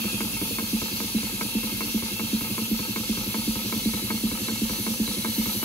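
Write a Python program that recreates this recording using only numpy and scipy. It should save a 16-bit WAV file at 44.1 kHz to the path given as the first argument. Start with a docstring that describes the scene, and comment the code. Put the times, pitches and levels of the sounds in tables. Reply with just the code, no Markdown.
"""On a wooden table, close to a phone with two ports, a small brass model steam engine runs.
Each crank turn brings a thump, a tap and a clack with loose knocks between. Timed force pushes ring
decaying modes of table top, legs and metal frame. Gears whirr as noise through narrow flickering resonances;
shafts, belt and room make a broad coloured noise, and an air leak hisses to the right in drifting bands."""
import sys
import numpy as np
from scipy import signal
from scipy.fft import rfft, irfft
from scipy.io import wavfile
from scipy.ndimage import uniform_filter1d

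SR = 44100
rng = np.random.default_rng(int(sys.argv[2]) if len(sys.argv) > 2 else 0)


def digitize_waveform(pressure):
    """Quantize a signal to 16-bit integers and store it at the path in sys.argv[1].

    Rows of a 2-D input are taken as channels; values are limited to [-1, 1].
    """
    field = np.atleast_2d(pressure).T
    bounded = np.clip(field, -1, 1)
    quanta = np.round(bounded * 32767).astype(np.int16)
    wavfile.write(sys.argv[1], SR, quanta)


N = 248724
PRE = SR // 10  # samples of run-up, so that earlier blows ring on

# crank turns: thump_s, thump_db, clack_s, clack_db, strength_db (of the other knocks, taps and shoves)
TURNS = [(-0.0315, 0, 0.2048, -25, -1), (0.3367, -9.5, 0.5844, -25, -1.7),
         (0.7332, -0.2, 1.0012, -27, -1.5), (1.1489, 0.5, 1.4098, -24, -1.9),
         (1.5534, 0, 1.806, -25.5, -2.1), (1.946, -0.2, 2.1943, -26, -1.4),
         (2.3322, -0.1, 2.5789, -25.5, -1.1), (2.7148, -0.2, 2.9597, -25, -0.3),
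         (3.0959, -0.2, 3.3422, -25.5, -0.4), (3.4787, -0.1, 3.7234, -25, 0.1),
         (3.8588, 0.9, 4.1027, -24, 0.3), (4.2379, 0, 4.4829, -25.5, 0), (4.6188, 0.4, 4.8643, -25, 0),
         (5.0002, 0.7, 5.246, -23.5, -0.1), (5.3822, 0.1, 5.6275, -26.5, -0.3)]
# crank angle of thump, valve, mid-stroke, crosshead and return: angle [share of a turn]
STAGES = [0, 0.1977, 0.429, 0.644, 0.736]


def amp(db):
    """Gain for a level in dB."""
    return 10 ** (np.asarray(db) / 20)


def level(x, db):
    """Scale to an RMS level in dB."""
    return x * amp(db) / np.sqrt(np.mean(x ** 2))


def ring(x, hz, t60):
    """One mode driven by x: a sine that falls 60 dB in t60 seconds."""
    pole = np.exp((2j * np.pi * hz - np.log(1000) / t60) / SR)
    return signal.lfilter([1], [1, -pole], x + 0j).imag[-N:]


def blows(times, sizes, push_s):
    """Raised-cosine force pushes of unit area times their size, with the run-up ahead."""
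    force = np.zeros(N + PRE)
    at = np.round(np.asarray(times) * SR).astype(int) + PRE
    keep = (at >= 0) & (at < N + PRE)
    np.add.at(force, at[keep], np.asarray(sizes)[keep])
    push = np.hanning(int(push_s * SR) + 3)
    return np.convolve(force, push / push.sum())[:N + PRE]


def late(x, samples, turn=0.):
    """Delay by a fraction of samples, with an optional phase lead in radians."""
    return irfft(rfft(x) * np.exp(1j * turn - 2j * np.pi * np.fft.rfftfreq(N) * samples), N)


def coloured(points):
    """Noise with a spectrum drawn through (Hz, dB) points."""
    hz, db = np.transpose(points)
    shape = np.interp(np.log(np.fft.rfftfreq(N, 1 / SR) + 1), np.log(hz), db)
    return irfft(rfft(rng.standard_normal(N)) * amp(shape), N)


def walk(rate):
    """Random levels held 1 / rate s and smoothed twice, of about unit spread."""
    hold = int(SR / rate)
    steps = np.repeat(rng.standard_normal(N // hold + 1), hold)
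    return 4 / 3 * uniform_filter1d(uniform_filter1d(steps, hold), hold)[:N]


def moments(angle):
    """When the crank passes this angle in each turn; it moves evenly between thumps and clacks."""
    thump, _, clack = np.transpose(TURNS)[:3]
    end = thump[-1] + (clack[-1] - thump[-1]) / STAGES[3]
    turns = np.arange(len(TURNS))
    known_angles = np.append(np.ravel([turns, turns + STAGES[3]], "F"), len(TURNS))
    known_s = np.append(np.ravel([thump, clack], "F"), end)
    return np.interp(turns + angle, known_angles, known_s)


def table():
    """Each stage of the turn passes its own few knocks into the table; harder knocks favour the high modes."""
    # knocks passed into the table: stage [index], delay_s, force_db, hardness [dB per octave], direction [sign]
    knocks = [(0, 0.0004, -23.8, -3, 1), (0, 0.0258, -50.9, 27, -1), (1, -0.0051, -52.1, 30, 1),
              (1, -0.0007, -47.8, 30, 1), (1, 0.0051, -39.9, 21, 1), (1, 0.0123, -31.1, -6, 1),
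              (1, 0.0153, -47.5, 30, 1), (1, 0.0249, -51.0, 27, 1), (1, 0.0291, -38.7, -6, -1),
              (1, 0.0637, -54.1, 30, -1), (2, -0.004, -50.5, 30, -1), (2, 0.0032, -34.2, 9, 1),
              (2, 0.0078, -38.7, 24, -1), (2, 0.016, -32.4, 0, -1), (2, 0.022, -41.5, 6, -1),
              (2, 0.0434, -55.4, 30, -1), (3, -0.0037, -48.4, 30, -1), (3, 0.0003, -40.4, 24, 1),
              (3, 0.0033, -31.7, -6, 1), (3, 0.0065, -45.0, 30, 1), (3, 0.0141, -52.6, 30, -1),
              (4, -0.0112, -49.6, 30, -1), (4, -0.0038, -41.2, 0, -1), (4, 0.0004, -43.0, 24, 1),
              (4, 0.004, -33.3, 9, 1), (4, 0.0102, -41.7, 12, 1), (4, 0.0592, -51.7, 27, -1),
              (4, 0.0714, -39.3, 3, -1), (0, -0.0044, -41.4, 30, -1), (0, -0.0014, -43.3, 27, -1)]
    # knocks of the first three turns, at their own times:
    # time_s, force_db, hardness [dB per octave], direction [sign]
    timed_knocks = [(0.0405, -42.2, 30, -1), (0.0459, -30, 12, -1), (0.0468, -43.5, 30, -1),
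                    (0.0524, -44.2, 30, -1), (0.0596, -28.7, 0, 1), (0.2071, -32.8, 0, -1),
                    (0.4154, -34, 22, 1), (0.4221, -30.1, 0, 1), (0.4279, -28.1, 0, 1),
                    (0.5071, -41.8, 30, 1), (0.5163, -38.7, 20, -1), (0.8169, -39.8, 20, 1),
                    (0.8263, -44.7, 30, 1), (0.829, -32, 4, 1), (0.8348, -32.8, 0, 1)]
    # table top modes: pitch_hz, t60_s, level_db, sign, left_lead [radians]
    modes = [(195, 0.127, 4.4, -1, 0.0), (224, 0.225, 7.1, 1, 0.0), (267, 0.073, -1.9, 1, 0.0),
             (287, 0.112, -7.5, 1, 0.1), (353, 0.101, -14.8, 1, 0.2), (456, 0.099, -19.1, -1, 0.5),
             (515, 0.025, -22.7, 1, 0.7)]
    gain_db, scatter_db, push_s, low_cut_hz = .8, 0.4, .0013, 165

    _, thump_db, _, _, knock_db = np.transpose(TURNS)
    rows = []
    for stage, delay, force, hard, way in knocks:
        turn_db = knock_db if stage else thump_db
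        times = moments(STAGES[int(stage)]) + delay
        rows.append(np.broadcast_arrays(times, force + turn_db, hard, way))
    s, db, hard, way = np.concatenate(rows + [np.transpose(timed_knocks)], axis=1)
    db = db + gain_db + scatter_db * rng.standard_normal(len(s))

    out = 0
    for hz, t60, mode_db, sign, turn in modes:
        sizes = way * amp(db + mode_db + hard * np.log2(hz / 224))
        mode = sign * ring(blows(s, sizes, push_s), hz, t60)
        left = amp(.8 * (hz > 250))  # higher modes lean left, against the balance set in scene()
        out = out + np.array([mode * left, late(mode, 0, -turn) / left])
    # the small top sends little into the air below its lowest mode
    return signal.sosfiltfilt(signal.butter(5, low_cut_hz, "high", fs=SR, output="sos"), out)


def legs():
    """Slow shoves of piston and crank rock the table legs."""
    # table leg modes: pitch_hz, t60_s
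    modes = [(48, 0.15), (75, 0.086), (115, 0.18), (138, 0.11)]
    # shoves of the moving masses: angle [share of a turn], direction [sign], then level_db into each leg mode
    shoves = [(0.015, -1, -34, -30.5, -31.5, -42), (0.206, -1, -43, -37.5, -30, -30),
              (0.468, 1, -40, -49, -27, -44), (0.752, 1, -44, -50, -28, -48)]
    shove_s = 0.0066
    strength = np.transpose(TURNS)[4]
    out = 0
    for angle, way, *mode_dbs in shoves:
        for db, (hz, t60) in zip(mode_dbs, modes):
            force = blows(moments(angle), np.sign(way) * amp(db + strength), shove_s)
            out = out + ring(force, hz, t60)
    return out


def strikes():
    """Taps, clacks and ticks of every turn: time s, dB, and whether the blow is a light one."""
    # light linkage ticks of each turn: angle [share of a turn], level_db
    ticks = [(0.082, -35.5), (0.298, -33), (0.358, -34.5), (0.44, -53.5), (0.567, -41), (0.765, -38.5),
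             (0.836, -37.5), (0.925, -49.5)]
    tap_db, tap_scatter_db = -31.5, 0.5  # the valve gear taps once a turn
    tick_scatter_db, tick_scatter_s = 1.5, 0.00056

    _, _, clack_s, clack_db, strength = np.transpose(TURNS)
    chance = rng.standard_normal((len(TURNS), len(ticks) + 1, 2)).T
    taps = (moments(STAGES[1]), tap_db + strength + tap_scatter_db * chance[0, -1], False)
    rows = [taps, (clack_s, clack_db, False)]
    for k, (angle, db) in enumerate(ticks):
        times = moments(angle) + tick_scatter_s * chance[1, k]
        rows.append((times, db + tick_scatter_db * chance[0, k], True))
    return np.concatenate([np.broadcast_arrays(*row) for row in rows], axis=1)


def frame():
    """Metal on metal: each blow rebounds and rattles out; clacks and taps ring the frame otherwise than ticks do."""
    # brass and steel frame modes: pitch_hz, t60_s, heavy_blow_db, light_tick_db, left_lead [radians]
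    modes = [(506, 0.072, -14.5, -6, 0.4), (642, 0.037, -12, -37, 0.82), (890.5, 0.038, -4.5, -1, 0.51),
             (1033, 0.025, 1, -8, 1.25), (1282.4, 0.044, -5, -3.5, 1.14), (1567, 0.061, -3.5, -19, 2.37),
             (1840, 0.05, -9, -25, 2.86), (2210, 0.023, 3, -38, 0.64), (2320, 0.0079, 1.5, 3, 1)]
    rebounds = [(.003, 0.00036, 0.4), (.009, 0.000823, 0.48), (.022, 0.004, 0.22)]  # after s, spread s, share

    s, db, light = strikes()
    colour = rng.standard_normal((len(s), len(modes)))  # dB, so that no two blows sound alike
    bounce = rng.standard_normal((len(s), len(rebounds)))
    out = 0
    for k, (hz, t60, heavy_db, light_db, turn) in enumerate(modes):
        size = (-1) ** k * amp(db + np.where(light, light_db, heavy_db) + colour[:, k])
        force = blows(s, 0.86 * size, 0.0001)
        for j, (after_s, spread_s, part) in enumerate(rebounds):
            force = force + blows(s + after_s + spread_s * bounce[:, j], part * size, 0.00026)
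        mode = ring(force, hz, t60)
        out = out + np.array([mode, late(mode, 0, -turn)])
    return out


def whirr():
    """Rough rubbing of gears and bearings rings the frame resonances, each flickering by itself."""
    # rubbed resonances: pitch_hz, width_hz, level_db (per root Hz of width, relative),
    # left_lead [radians], move_gain_db (per unit of phone movement)
    resonances = [(513, 53, -11, 0.34, 2.5), (904, 33, -11.5, 0.78, 4.5), (1355, 150, -21, 0.56, 1),
                  (1609, 70, -7, 2.56, -4), (1780, 140, -14.5, 3.93, 5), (2171, 42.5, -4.5, 1.1, 3.5),
                  (2510, 39, -2.5, 0.55, -9), (2630, 63, -7, 3.8, -4), (2689, 19.4, 3.5, 1.07, -5),
                  (2712, 79, -1, 4.37, -4.5), (2955, 27, -9, 6.3, 6), (3177, 43, -2, 1.6, -4.5),
                  (3390, 174, -6.5, 2.2, -0.5), (3810, 74, -7.5, 4, -10), (3975, 51, -3, 1.72, 5.5),
                  (4357, 35, 1, 0.51, 1.5), (4520, 43, 0, 3.3, -2), (4743, 29, -3.5, 0.091, -3),
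                  (5100, 90, -15, 3.2, 2), (5220, 32, -7.5, 0.85, -5), (5430, 150, -22, 2.5, 0),
                  (5850, 55, -13.5, 0.83, 11), (6180, 64, -10.5, 0.51, 5.5)]
    # movement of the phone along the engine: time_s, position [share of the way]
    move = [(0, -0.4), (.5, 0.076), (3, 0.18), (4.2, 0.76), (5.64, 1)]
    whirr_db, shared = -36, 0.95  # shared: part of the power common to both ports
    swell_db, swell_at = 0.25, 0.33  # swells once a turn, most at this crank angle

    t = np.arange(N) / SR
    moved = np.interp(t, *np.transpose(move))
    out = 0
    for hz, width, db, turn, gain_db in resonances:
        t60 = np.log(1000) / np.pi / width
        near = level(ring(rng.standard_normal(N), hz, t60), 0)
        loose = level(ring(rng.standard_normal(N), hz, t60), 0)
        common = np.sqrt(shared) * np.array([late(near, 0, turn), near])
        opposed = np.sqrt(1 - shared) * np.array([loose, -loose])
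        flicker = amp(db + 1.95 * walk(14) + gain_db * moved)
        out = out + flicker * np.sqrt(width) * (common + opposed)
    angle = np.interp(t, moments(swell_at), np.arange(len(TURNS)))
    return level(out * amp(swell_db * np.cos(2 * np.pi * angle)), whirr_db)


def running():
    """Shafts, belt and room: one bass feeds both ports; above it part comes from the left, part from all round."""
    # broad running noise: pitch_hz, level_db (per Hz, relative)
    colour = [(25, -17), (44, -6), (55, -10), (80, -11), (115, -6.5), (158, -7), (215, -2), (400, -15.5),
              (680, -25), (1300, -12), (1650, -27), (1900, -24), (2500, -11), (4500, -8.5), (5300, -13),
              (5700, -8.5), (6800, -14), (10000, -22)]
    run_db, left_lead = -35.5, 12.7  # left_lead in samples

    near = coloured(colour)
    bass = signal.butter(2, 900, fs=SR, output="sos")
    treble = signal.butter(2, 900, "high", fs=SR, output="sos")
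    low = signal.sosfiltfilt(bass, near) * amp(2.1 * walk(21))
    high = signal.sosfiltfilt(treble, near) * amp(2.3 * walk(24.94))
    airy = signal.butter(2, 2600, "high", fs=SR, output="sos")
    all_round = signal.sosfilt(airy, [coloured(colour), coloured(colour)])
    opposed = amp(-7.0) * coloured(colour)  # opposite in the two ports
    left = amp(8.0) * low + high + opposed
    right = amp(11.5) * low + late(high, left_lead) - opposed
    return level(np.array([left, right]) + amp(3.5 + 1.9 * walk(40)) * all_round, run_db)


def leak():
    """Escaping air, off to the right, each band drifting and flickering by itself."""
    # hiss colour: pitch_hz, level_db (per Hz, relative)
    colour = [(2500, -30), (5000, -9), (7000, -6), (8500, -5), (10200, -3), (11800, -1.5), (13200, 0),
              (14200, -3.5), (16000, -4)]
    # strength of the flow: time_s, level_db
    flow = [(0, -33.5), (1.5, -33.5), (2.999, -34), (3.8, -34), (4.8, -32.5), (5.64, -31.5)]
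    # phase by which the right port leads: pitch_hz, lead [cycles]
    right_lead = [(0, 0), (5300, 1.5), (6500, 1.97), (7750, 2.3), (8700, 2.5), (9750, 2.87), (10750, 3.13),
                  (11800, 3.5), (12950, 3.86), (13750, 4.08), (14900, 4.5), (22050, 6.75)]
    # added right lead in the bands below 8.5 kHz as the phone moves: time_s, lead [cycles]
    lead_shift = [(0, 0), (3, 0), (4, -.13), (5.64, -.2)]
    # band edges: edge_hz
    edges = [2000, 4500, 6200, 8500, 10500, 12000, 13500, 16500]
    # right port over left in each band: right_db
    right_dbs = [-2, 12.5, 7.5, -2, 0.8, -1.5, 0.7]

    t, hz = np.arange(N) / SR, np.fft.rfftfreq(N, 1 / SR)
    air = rfft(coloured(colour))
    lagged = air * np.exp(-2j * np.pi * np.interp(hz, *np.transpose(right_lead)))
    shift = 2 * np.pi * np.interp(t, *np.transpose(lead_shift))
    out = 0
    for lo, hi, right_db in zip(edges, edges[1:], right_dbs):
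        band = (hz >= lo) & (hz < hi)
        left = irfft(lagged * band, N)
        if hi < 9000:
            quarter_late = irfft(-1j * lagged * band, N)
            left = np.cos(shift) * left + np.sin(shift) * quarter_late
        pair = np.array([left * amp(-right_db), irfft(air * band, N)])
        out = out + amp(.5 * walk(4.3) + 1.14 * walk(10)) * pair
    return level(out, 0) * amp(np.interp(t, *np.transpose(flow)))


def scene():
    """Wood, metal, whirr, running noise and leak together."""
    wood, metal = table() + legs(), frame()
    # the wood reaches both ports almost together (right 4.5 samples later), with gain towards the right
    low = np.array([amp(-.8) * wood[0], amp(.8) * late(wood[1], 4.5)])
    return low + metal + whirr() + running() + leak()


def record(dry):
    """The phone drops the deepest bass and cuts the top."""
    dry = signal.sosfilt(signal.butter(8, 42, "high", fs=SR, output="sos"), dry)
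    return signal.sosfilt(signal.ellip(16, .3, 80, 15700, fs=SR, output="sos"), dry)


dry = scene()
out = record(dry)
digitize_waveform(out)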